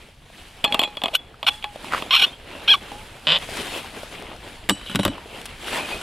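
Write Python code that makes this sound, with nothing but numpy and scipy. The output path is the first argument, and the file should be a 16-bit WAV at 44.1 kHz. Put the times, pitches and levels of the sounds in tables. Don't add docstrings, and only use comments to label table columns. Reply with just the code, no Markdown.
import sys
import numpy as np
from scipy import signal
from scipy.fft import rfft, irfft, next_fast_len
from scipy.io import wavfile
from scipy.ndimage import uniform_filter1d, map_coordinates

SR = 44100
rng = np.random.default_rng(int(sys.argv[2]) if len(sys.argv) > 2 else 0)


def natural_amplitude(level_db):
    exponent = np.asarray(level_db, float) / 20
    return 10 ** exponent


def dump(signal):
    limited = np.clip(np.atleast_2d(signal).T, -1, 1)
    pcm = np.round(limited * 32767).astype(np.int16)
    wavfile.write(sys.argv[1], SR, pcm)


N = 265482

# (frequency [Hz], level [dB], t60 [s])
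FLASK_MODES = [(1680, -18, 0.059), (2530, -3, 0.16), (2700, -1, .06), (3000, -14, .1), (3350, 6, 0.091),
               (3410, 7.5, 0.062), (4000, -14, 0.086), (4270, -9, 0.16), (4786, -22, .15),
               (7400, -1, 0.093), (10830, -17, .1), (12000, 0, 0.037)]
# (frequency [Hz], density [dB per Hz])
CLOTH_SPECTRUM = [(71, -48), (120, -0.5), (934, -2.5), (1900, -10.5), (3200, -8.5), (6300, -23),
                  (10500, -23), (16200, -42.5)]


def unit(x):
    return x / np.sqrt(np.mean(x ** 2) + 1e-20)


def along(points, hz):
    f, v = np.transpose(points)
    return np.interp(np.log(hz + 1), np.log(f + 1), v)


def curves(rows):
    s, *cols = np.transpose(rows)
    t = np.arange(N) / SR
    return [np.interp(t, s, c) for c in cols] + [(t >= s[0]) & (t <= s[-1])]


def wobble(rate_hz):
    knots = rng.standard_normal(int(N * rate_hz / SR) + 4)
    return map_coordinates(knots, [np.arange(N) * rate_hz / SR], order=2)


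def filtered(x, response):
    m = next_fast_len(x.shape[-1] + 4096)
    return irfft(rfft(x, m) * response(np.fft.rfftfreq(m, 1 / SR)), m)[..., :x.shape[-1]]


def resonances(peaks):
    return lambda f: sum((-1) ** k * natural_amplitude(db) * 1j * f * w / (c * c - f * f + 1j * f * w)
                         for k, (c, w, db) in enumerate(peaks))


def band(lo_hz, hi_hz):
    return lambda f: 1 / np.sqrt((1 + (lo_hz / (f + 1)) ** 6) * (1 + (f / hi_hz) ** 6))


def valley(hz, narrow_hz, wide_hz):
    return lambda f: (hz * hz - f * f + 1j * f * narrow_hz) / (hz * hz - f * f + 1j * f * wide_hz)


def ring(modes, t, scatter_db, bright_db=0):
    total = 0
    for hz, db, t60 in modes:
        level_db = db + bright_db * (hz > 4500) + rng.normal(0, scatter_db)
        tone = np.sin(2 * np.pi * hz * rng.normal(1, 0.0047) * t)
        beat = 1 + .7 * np.cos(rng.uniform(146, 500) * t + rng.uniform(0, 5.9))
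        total = total + natural_amplitude(level_db - 60 * t / t60) * tone * beat
    return total


def blows(table, steel, hollow, edge, crack_s, knock_db, hard_db, bright_db):
    # (frequency [Hz], density [dB per Hz])
    spark_spectrum = [(2940, -42), (5000, -1.5), (6630, -9), (8060, 3), (8840, -6), (11900, -6),
                      (16000, -21)]
    # (frequency [Hz], width [Hz], level [dB])
    side_wall = [(650, 960, -2), (1207, 160, 4)]
    out, t = np.zeros(N + SR), np.arange(SR // 6) / SR
    wide = 0.039
    tick = filtered(1. * (t == 0), lambda f: resonances(edge)(f) + wide * 1j * f / (3000 + 1j * f))
    tick = natural_amplitude(-8.5) * tick / np.abs(tick).max()
    for s, db, knock, clack, steel_db in table:
        noise = rng.standard_normal((3, len(t)))
        bright = bright_db + 0.62 * db
        crack = unit(filtered(noise[0], resonances(edge)))
        crack = crack * (natural_amplitude(-11 - 60 * t / crack_s) + natural_amplitude(-15 - 60 * t / 0.0038))
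        spark = unit(filtered(noise[1], lambda f: natural_amplitude(along(spark_spectrum, f))))
        spark = spark * (natural_amplitude(bright - 5 - 60 * t / 0.031) + natural_amplitude(bright + 0.8 - 60 * t / 0.007))
        body = unit(filtered(noise[2], lambda f: resonances(side_wall)(f) * band(350, 1350)(f)))
        body = body * natural_amplitude(clack - 2.0 - 60 * t / 0.046)
        thud = natural_amplitude(knock + knock_db) * ring(hollow, t, 3.27) * (1 - np.exp(-t / 0.0038))
        wall = natural_amplitude(steel_db - 23.5) * ring(steel, t, 2.9, bright + hard_db)
        out[round(s * SR):][:len(t)] += natural_amplitude(db) * (tick + crack + spark + body + thud + wall)
    return out[:N]


def rattle():
    # (time [s], peak [dB], knock [dB], clack [dB], ring [dB])
    hits = [(0.639, -26, -20, -15, -7), (0.642, -1.5, -20.5, -14, -1), (0.646, -1.5, -34, -14, -7),
            (0.649, -9, -32, -10, -4), (0.658, -13.5, -15, -9, -4), (0.678, -18, -18, -20, -2),
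            (0.724, -6, -18.5, -21, -2), (0.74, -10.5, -10, -13, -19), (0.7445, -0.5, -15, -14.5, -14),
            (0.793, -1, -20, -13.5, 1.5), (0.816, -7, -20, -10, -5), (0.829, -8, -38, -15, -13),
            (0.8355, -2, -23.5, -16, -4), (0.846, -18, -20, -12, -10), (0.875, -21.5, -16, -7, -2),
            (0.97, -12, -27, -15.5, -8), (0.952, -28, -18, -18, -20), (1.018, -14.5, -18, -8.5, -9),
            (1.037, -3, -19, -12.5, -3), (1.058, -7, -16, -11, -18), (1.082, -13, -14, -13, -20),
            (1.429, -9.5, -45, -11.5, -26), (1.444, -18.5, -10.5, -26, -5), (1.626, -20, -21, -30, -12),
            (1.642, -8, -31, -14, -18), (2.023, -11.5, -16.5, -13.5, -9), (2.042, -31, -30, -25, -3)]
    # (frequency [Hz], level [dB], t60 [s])
    cap_modes = [(250, 6, 0.016), (650, 0.5, 0.029)]
    # (frequency [Hz], width [Hz], level [dB])
    thread_edge = [(2440, 710, -3), (3350, 307, 3.5), (4600, 390, -15)]
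    return blows(hits, FLASK_MODES, cap_modes, thread_edge,
                 crack_s=0.027, knock_db=6.5, hard_db=19.5, bright_db=-27.5)


def slips(hz, rough, alternate, on, ratio=.5):
    hz = hz * (1 + .09 * rough * wobble(170))
    count = np.cumsum(hz * on) / SR
    k = np.arange(1, int(count[-1]) + 1)
    at = np.interp(k - .9, count, np.arange(N))
    i = at.astype(int)
    chance = rng.standard_normal((len(k), 2))
    at = at + .12 * np.abs(rough[i]) * chance[:, 0] * SR / hz[i]
    size = (1 + alternate[i] * np.cos(2 * np.pi * ratio * k)) * natural_amplitude(4 * rough[i] * chance[:, 1])
    places = np.floor(at)[:, None] + np.arange(-7, 9)
    offset = places - at[:, None]
    kernel = np.sinc(offset) * np.cos(np.pi * offset / 16) ** 2
    return np.bincount(places.astype(int).ravel(), (size[:, None] * kernel).ravel(), N)[:N]


def squeaks():
    # (time [s], slip rate [Hz], level [dB])
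    turns = [
        [(1.128, 529, -62), (1.14, 498, -25), (1.148, 700, -25), (1.153, 1554, -8), (1.159, 1520, -21),
         (1.17, 1400, -36)],
        [(1.465, 721, -27), (1.468, 710, -16), (1.49, 794, -13.5), (1.498, 800, -26)],
        [(2.1065, 996, -26), (2.109, 1032, -13), (2.12, 1048, -19), (2.133, 1156, -13.5), (2.144, 1283, -11)],
        [(2.144, 1100, -13), (2.149, 1100, -16), (2.152, 1120, -5.5), (2.157, 1240, -18), (2.165, 1420, -10),
         (2.175, 1420, -15), (2.18, 1400, -20)],
        [(2.18, 776, -19.5), (2.193, 790, -20), (2.198, 798, -13), (2.212, 795, -24), (2.223, 804, -11.5),
         (2.231, 810, -13.5)],
        [(2.231, 1414, -17), (2.241, 1470, -10), (2.25, 1583, -14), (2.258, 1170, -33)],
        [(2.676, 1450, -22), (2.68, 1520, -12), (2.686, 1580, -13), (2.707, 1665, -9), (2.712, 1690, -12),
         (2.719, 1680, -8), (2.731, 1590, -12), (2.74, 1420, -13)],
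        [(2.74, 1210, -13), (2.746, 1150, -15), (2.754, 1115, -21), (2.758, 1110, -32)],
    ]
    # (roughness [0-1], wobble share [0-1], wobble rate [per slip rate], treble [dB])
    grips = [(.2, .14, .5, -17), (.5, .3, .3, -23), (.15, .6, .4, -27.5), (.5, .4, .3, -26),
             (.35, .2, .37, -24), (.25, .6, .22, -26), (.11, .33, .46, -32), (.16, .2, .3, -25)]
    neck_levels_db = [-3, 2, 0, -4, -3, -6, -3.5, 9]
    # (frequency [Hz], width [Hz], level [dB])
    seal_peaks = [(2420, 240, 5.5), (2880, 260, 9), (3350, 320, 9), (4300, 280, -1.5), (5050, 250, -15),
                  (5550, 400, -8)]
    # (frequency [Hz], width [Hz], level [dB])
    neck_peaks = [(1050, 380, 0), (1560, 300, -5)]
    # (frequency [Hz], width [Hz], level [dB])
    thread_peaks = [(6300, 1100, 1), (7700, 1000, 5), (9800, 3200, 2), (12160, 220, 10)]
    falter_per_db, bite_rough, bite_s = .015, .6, .007
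    t = np.arange(N) / SR
    flicker = wobble(250)
    beat, shrill, gain, low = np.zeros((4, N))
    for rows, (steady, alternate, ratio, shrill_db), neck_db in zip(turns, grips, neck_levels_db):
        hz, db, on = curves(rows)
        bite = (t < rows[0][0] + bite_s) * (rows[0][2] < -20.5)
        rough = np.clip(steady + falter_per_db * (db.max() - db) + bite_rough * bite, 0, 1)
        beat += slips(hz, rough, alternate * (1.58 + .5 * np.roll(flicker, 900)), on, ratio)
        shrill += natural_amplitude(shrill_db) * on * np.sqrt(hz / SR)
        low += natural_amplitude(neck_db) * on
        gain += natural_amplitude(db + 2.5 * rough * flicker) * on
    tone = filtered(beat, lambda f: resonances(seal_peaks)(f) * band(300, 6400)(f) ** 2)
    tone = tone - filtered(beat * low, lambda f: resonances(neck_peaks)(f) * band(500, 1900)(f))
    hiss = filtered(shrill * rng.standard_normal(N),
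                    lambda f: resonances(thread_peaks)(f) * band(4800, 20000)(f))
    loudness = np.sqrt(np.abs(uniform_filter1d(tone ** 2, size=441))) + 1e-4
    return (tone * uniform_filter1d(gain, size=61) + hiss * uniform_filter1d(gain, size=181)) / loudness


def judder():
    # (time [s], slip rate [Hz], level [dB])
    last_turn = [
        (3.2685, 157.8, -9.5),
        (3.275, 154, -11),
        (3.308, 154.6, -12),
        (3.326, 187.2, -12.5),
        (3.34, 177, -14),
        (3.37, 172.4, -16.5),
        (3.385, 174, -33.5),
    ]
    # (frequency [Hz], width [Hz], level [dB])
    tight_peaks = [(600, 400, -3), (1100, 500, -2), (1900, 600, -4), (2645, 310, 5), (3060, 314, 9.5),
                   (3600, 460, 5.5), (5130, 900, -14.5)]
    t = np.arange(N) / SR
    since_s = t - last_turn[0][0]
    hz, db, on = curves(last_turn)
    beat = slips(hz, 0.358 + 0 * hz, 0 * hz, on) * natural_amplitude(db)
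    rebound = 0.13 * np.roll(beat, round(0.00162 * SR)) + .5 * np.roll(beat, round(0.00201 * SR))
    burst = beat + rebound
    push = filtered(beat * natural_amplitude(-30 * np.abs(since_s)),
                    resonances([(156, 22, 24.5), (600, 130, 29.4), (1100, 910, 3.1)]))
    grind = unit(filtered(rng.standard_normal(N) * natural_amplitude(3.1 * wobble(400)), resonances(tight_peaks)))
    grind = grind * natural_amplitude(db - 6) * on * np.clip(since_s / 0.042, 0, 1)
    grind += natural_amplitude(-11) * filtered(burst, resonances([(7500, 1200, 10.0), (12300, 1500, -13)]))
    tight = filtered(burst, lambda f: resonances(tight_peaks)(f) * band(300, 6000)(f))
    return natural_amplitude(24.5) * tight + filtered(push, band(60, 2500)) + filtered(grind, band(200, 14000))


def seal():
    rubber = squeaks() + judder()
    steel = [(hz, 0.78 / t60, db) for hz, db, t60 in FLASK_MODES]
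    return rubber + natural_amplitude(-16.0) * filtered(rubber, resonances(steel))


def bell():
    # (time [s], frequency [Hz], level [dB], drift [Hz/s], t60 [s])
    hums = [(.644, 3400, -20, 0, .08), (.665, 1696, -36, 0, .1), (.655, 4235, -34, 0, .12),
            (.724, 3340, -21, 0, .06), (.752, 2700, -32, 0, .1), (.793, 3350, -21, 0, .08),
            (.836, 3340, -22, 0, .12), (.836, 2460, -29, 0, .18), (.84, 4000, -34, 0, .14),
            (.836, 7320, -39, 0, .1), (.97, 3340, -28, 0, .08), (1.037, 3400, -23, 0, .06),
            (1.155, 12250, -38, 0, .06), (1.497, 2700, -38, 0, .15), (.65, 826, -30, 0, .9),
            (.795, 838, -33, -40, .5), (1.037, 825, -46, 0, .8), (1.47, 815, -37, 350, .4),
            (1.627, 3350, -32, 0, .12), (1.645, 1700, -34, 0, .05), (1.643, 845, -33, -330, .3),
            (2.918, 805, -38, 600, .5), (1.497, 3380, -36, 0, .3), (1.16, 3390, -40, 0, .35),
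            (2.262, 3580, -32, 300, .15), (4.7, 3030, -47, 0, 1.5), (4.95, 1480, -30, 0, .1),
            (4.99, 3010, -44, 0, 1.2), (4.95, 3900, -44, 0, .4), (5.055, 3900, -40, 0, .22),
            (5.915, 2495, -29, 600, .2)]
    rise_s, held_s = 0.0044, 0.18
    out, t = np.zeros(N + SR), np.arange(round(held_s * SR)) / SR
    shape = (1 - np.exp(-t / rise_s)) * np.minimum(1, (held_s - t) / 0.043)
    shake = np.tile(wobble(130), 2)
    for s, hz, db, drift, t60 in hums:
        shake_db = 4.5 * (hz > 2000) * shake[round(s * SR + hz):][:len(t)]
        tone = np.sin(2 * np.pi * (hz + drift * t / 2) * t)
        out[round(s * SR):][:len(t)] += np.sqrt(2) * natural_amplitude(db - 60 * t / t60 + shake_db) * shape * tone
    return out[:N] * natural_amplitude(0.7 * wobble(40))


def set_down():
    # (time [s], peak [dB], knock [dB], clack [dB], ring [dB])
    hits = [(4.69, -7.5, -10, -10.5, -6), (4.695, 0.5, -31, -16.5, -3), (4.705, -10, -3.5, -7, 0),
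            (4.812, -24, -14, -15, 4), (4.862, -30, -18, -20, 16.5), (4.897, -19.5, -10, -19, 11.5),
            (4.913, -21, -25, -17, 3), (4.949, -13, 0.5, -10, -13), (4.957, -5, -18.5, -34, -31),
            (4.991, -14.5, 0, -7.5, 4), (4.996, -12.5, -14, -14, 5.5), (5.01, -22, -20, -20, 2),
            (5.032, -11.5, -12, -14, 6), (5.051, -4, -9, -10, -11), (5.061, -12.5, -2, -9, 3),
            (5.079, -11.5, -4.5, -16, -4)]
    # (frequency [Hz], level [dB], t60 [s])
    base_modes = [(1450, -12, 0.13), (2970, -3.5, 0.24), (3230, -9, .15), (3910, -8, 0.25),
                  (4520, -15, 0.2), (5300, -20, .2), (5650, -18.5, .25), (6260, -17.5, .2),
                  (7400, -16, 0.19), (8060, -9.5, .2), (8300, -20, 0.15), (9700, -7, 0.12),
                  (10700, -15.5, .14), (11160, -11, 0.11)]
    # (frequency [Hz], level [dB], t60 [s])
    lid_modes = [(97, -12, 0.11), (196.7, -3, 0.092), (240, -5, 0.073), (289, -6.5, 0.09),
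                 (375, -8.5, 0.046), (571, -8, 0.052)]
    # (frequency [Hz], width [Hz], level [dB])
    base_edge = [(1500, 630, -2.5), (3120, 710, 0), (3840, 570, -2.5)]
    return blows(hits, base_modes, lid_modes, base_edge,
                 crack_s=0.034, knock_db=3.0, hard_db=18.0, bright_db=-15.0)


def taps():
    # (time [s], peak [dB], pitch [Hz], brightness [dB])
    touches = [(0.087, -42.5, 570, -19), (0.301, -40.5, 670, -24), (1.343, -36.5, 1300, -27),
               (1.759, -27, 600, -26), (1.845, -26.5, 930, -21), (1.923, -17, 1300, -26),
               (1.936, -9.5, 1350, -34), (1.947, -11.5, 1210, -32), (1.979, -23, 1070, -21),
               (2.063, -29.5, 700, -22), (2.918, -27, 807, -22.5), (3.386, -47, 3000, 3),
               (3.49, -27.5, 650, -25), (3.539, -28.5, 1500, -12), (3.571, -27, 970, -13),
               (3.845, -30, 920, -22), (3.87, -41, 694, -20), (4.224, -33, 1200, -17.5),
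               (4.363, -38, 1500, -17), (4.033, -26.5, 600, -22), (4.316, -33, 1070, -44.5),
               (5.181, -26.5, 980, -32), (5.258, -35.5, 450, -31), (5.415, -44.5, 453, 0),
               (5.456, -37, 915, -0.5), (5.461, -43, 1800, 1), (5.464, -46, 1800, -1),
               (5.682, -24, 1300, -17.5), (5.73, -25, 795, -20), (5.915, -25, 910, -24)]
    out, t = np.zeros(N + SR), np.arange(SR // 20) / SR
    fizz_shape = lambda f: natural_amplitude(along(CLOTH_SPECTRUM, f)) * band(1500, 20000)(f) * (f / 3000) ** 0.36
    for s, db, hz, bright in touches:
        note = np.sin(2 * np.pi * hz * t) * natural_amplitude(4.5 - 60 * t * hz / 14) * (1 - np.exp(-t / 0.00011))
        fizz = unit(filtered(rng.standard_normal(len(t)), fizz_shape))
        out[round(s * SR):][:len(t)] += natural_amplitude(db) * (note + fizz * natural_amplitude(bright + 12.5 - 60 * t / 0.017))
    return out[:N]


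def scrape():
    # (time [s], length [s], level [dB], frequency [Hz], width [Hz])
    strokes = [
        (1.912, 0.078, -24, 1500, 1300),
        (2.217, 0.011, -28.5, 422, 180),
        (1.135, 0.017, -31, 630, 105),
        (2.54, 0.055, -42, 600, 150),
        (2.51, 0.12, -44, 2700, 80),
        (2.52, 0.11, -46, 640, 62),
        (2.3, 0.081, -46.5, 3200, 69),
        (4.86, .07, -36, 3100, 500),
        (5.78, 0.085, -30.5, 2480, 130),
        (5.73, 0.11, -29.5, 900, 230),
    ]
    out = np.zeros(N + SR)
    grains = rng.standard_normal(N + SR) * np.pad(natural_amplitude(1.3 * wobble(200)), (0, SR))
    t = np.arange(SR // 5) / SR
    for s, length, db, hz, width_hz in strokes:
        start = round((s - .01) * SR)
        slow = filtered(grains[start:][:len(t)], lambda f: 1 / (1 + 1.3j * f / width_hz) ** 2)
        swell = np.interp(t, [0, 0.011 + 0.29 * length, length + 0.024], [0, 1, 0])
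        out[start:][:len(t)] += unit(slow * np.cos(2 * np.pi * hz * t)) * natural_amplitude(db) * swell
    return out[:N]


def rush(shape, patchy_db, grain_db):
    # (frequency [Hz], left-right likeness [0-1])
    likeness = [(60, 1.0), (150, 0.97), (380, 0.94), (950, 0.79), (2380, 0.9), (5980, 0.75), (15000, 0.56)]
    white = rng.standard_normal((2, N)) * natural_amplitude(grain_db * wobble(700))
    z = signal.stft(white, nperseg=512)[2]
    field = uniform_filter1d(rng.standard_normal(z.shape[1:]), size=6, axis=0)
    field = uniform_filter1d(field, size=8, axis=1)
    pair = signal.istft(z * natural_amplitude(patchy_db * unit(field)), nperseg=512)[1][:, :N]
    turn = lambda hz: np.arccos(np.clip(along(likeness, hz), -1, 1)) / 2
    mid, side = filtered(pair, lambda hz: shape(hz) * [np.cos(turn(hz)), np.sin(turn(hz))])
    return unit(np.array([mid + side, mid - side]))


def jacket():
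    # (time of fastest motion [s], level [dB], time to gain 10 dB [s], time to lose 10 dB [s], brightness [dB])
    strokes = [(0, -49, .1, 0.22, 1.5), (0.389, -47.5, 0.16, 0.74, 3), (.72, -39.5, 0.04, 0.17, -6.5),
               (1.05, -51.5, 0.04, 0.44, -9), (1.17, -46, 0.2, 0, 3.5), (1.54, -42.5, 0.08, 0.08, 4.5),
               (1.87, -40, 0.16, 0.15, 2), (1.929, -35, 0, 0.09, 2), (1.979, -37, 0.0263, 0.07, 3),
               (2.05, -42.5, 0.22, 0.2, -1), (2.269, -38.5, 0.15, 0.05, 0.5), (2.4, -52.5, 0.7, 0.5, 0.5),
               (2.57, -41, 0.15, 0.46, -2), (2.78, -46.5, 0.2, 0.17, 3), (2.99, -44.5, 0.34, 0.3, 2.5),
               (3.4, -41, 0.17, 0.36, 0), (3.569, -34, 0.14, 0.3, 3.5), (3.78, -37, 0.37, 0.03, 4),
               (3.86, -57, 1, -1, -4), (4.0, -41.5, .06, 0.2, 3.5), (4.15, -41.5, 0.1, 0.09, 0.5),
               (4.32, -47.5, 0.8, -0.06, -8.5), (4.53, -43.5, 0.28, 0.2, 1.5), (4.91, -41, 0.15, 0.1, 3),
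               (5.14, -45, 0.63, 0.8, -4.5), (5.39, -42.5, 0.22, 0.16, 2.5),
               (5.674, -33.5, 0.0153, -0.13, 2.5), (5.769, -29.5, 0.1062, 0.05, 2.5),
               (5.9, -33, 0.22, 0.3, 0.5), (6, -36.5, 0.07, .3, 0)]
    # (frequency [Hz], narrow width [Hz], wide width [Hz])
    port_dips = [(5700, 1620, 2140), (9500, 1040, 1200)]
    s, db, rise, fall, bright_db = np.transpose(strokes)[..., None]
    coarse = np.arange(0, N, 64)
    late = coarse / SR - s
    stroke_db = db - 10 * np.where(late < 0, -late / np.abs(rise), late / np.abs(fall))
    flutter = wobble(30)

    def level(shift_db):
        return np.interp(np.arange(N), coarse, np.sqrt(np.sum(natural_amplitude(stroke_db + shift_db) ** 2, axis=0)))

    def cloth(lo_hz, hi_hz):
        return lambda hz: natural_amplitude(along(CLOTH_SPECTRUM, hz)) * band(lo_hz, hi_hz)(hz)

    def hiss_shape(hz):
        return cloth(4500, 20000)(hz) * np.abs(valley(*port_dips[0])(hz) * valley(*port_dips[1])(hz))

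    rub = rush(cloth(181, 1010), patchy_db=1.8, grain_db=2.0)
    rub = level(-1 - 0.57 * bright_db) * natural_amplitude(2.16 * flutter) * rub
    swish = level(0) * natural_amplitude(1.34 * flutter) * rush(cloth(1634, 3380), patchy_db=1.5, grain_db=2.0)
    hiss = level(-7 + bright_db) * natural_amplitude(.7 * flutter) * rush(hiss_shape, patchy_db=1.2, grain_db=1.5)
    return rub + swish + hiss


def wind():
    # (time [s], level [dB])
    strength = [
        (0, -49.5),
        (6.02, -46.5),
    ]
    # (frequency [Hz], density [dB per Hz])
    gust_spectrum = [(8.8, -49), (15, -3), (40, -3.5), (108, -8.5), (188, -16.5), (250, -19.5), (320, -57),
                     (550, -120)]
    air = rush(lambda hz: natural_amplitude(along(gust_spectrum, hz)), patchy_db=1.0, grain_db=2.0)
    return natural_amplitude(curves(strength)[0] + 0.89 * wobble(6.4)) * air


def scene():
    # (time [s], left minus right [dB])
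    balance = [
        (0, .3),
        (3.3, -.3),
        (3.6, 2),
        (4.4, 1.5),
        (4.7, .3),
        (6.02, 1),
    ]
    # (frequency [Hz], level [dB])
    scatter_db = [(200, -24), (1000, -16), (3000, -18), (10000, -6), (13000, -2)]
    hard = rattle() + seal() + bell() + set_down() + taps() + scrape()
    scatter = rng.standard_normal(121) * np.hanning(121)
    scatter = scatter - scatter[::-1]
    side = signal.fftconvolve(hard, scatter / np.linalg.norm(scatter), "same")
    side = filtered(side, lambda hz: natural_amplitude(along(scatter_db, hz)))
    lean = curves(balance)[0]
    near = np.array([hard + side, hard - side]) + jacket()
    return near * natural_amplitude([lean / 2, -lean / 2]) + wind()


def top_cut(x):
    return signal.sosfilt(signal.butter(12, 16520, fs=SR, output="sos"), x)


def record(dry):
    top_hz = 15900
    dry = filtered(dry, lambda hz: 1 / np.sqrt(1 + (hz / top_hz) ** 120))
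    held = dry / (1 + np.abs(dry / .95) ** 5) ** (1 / 5)
    return top_cut(held)


dry = scene()
out = record(dry)
dump(out)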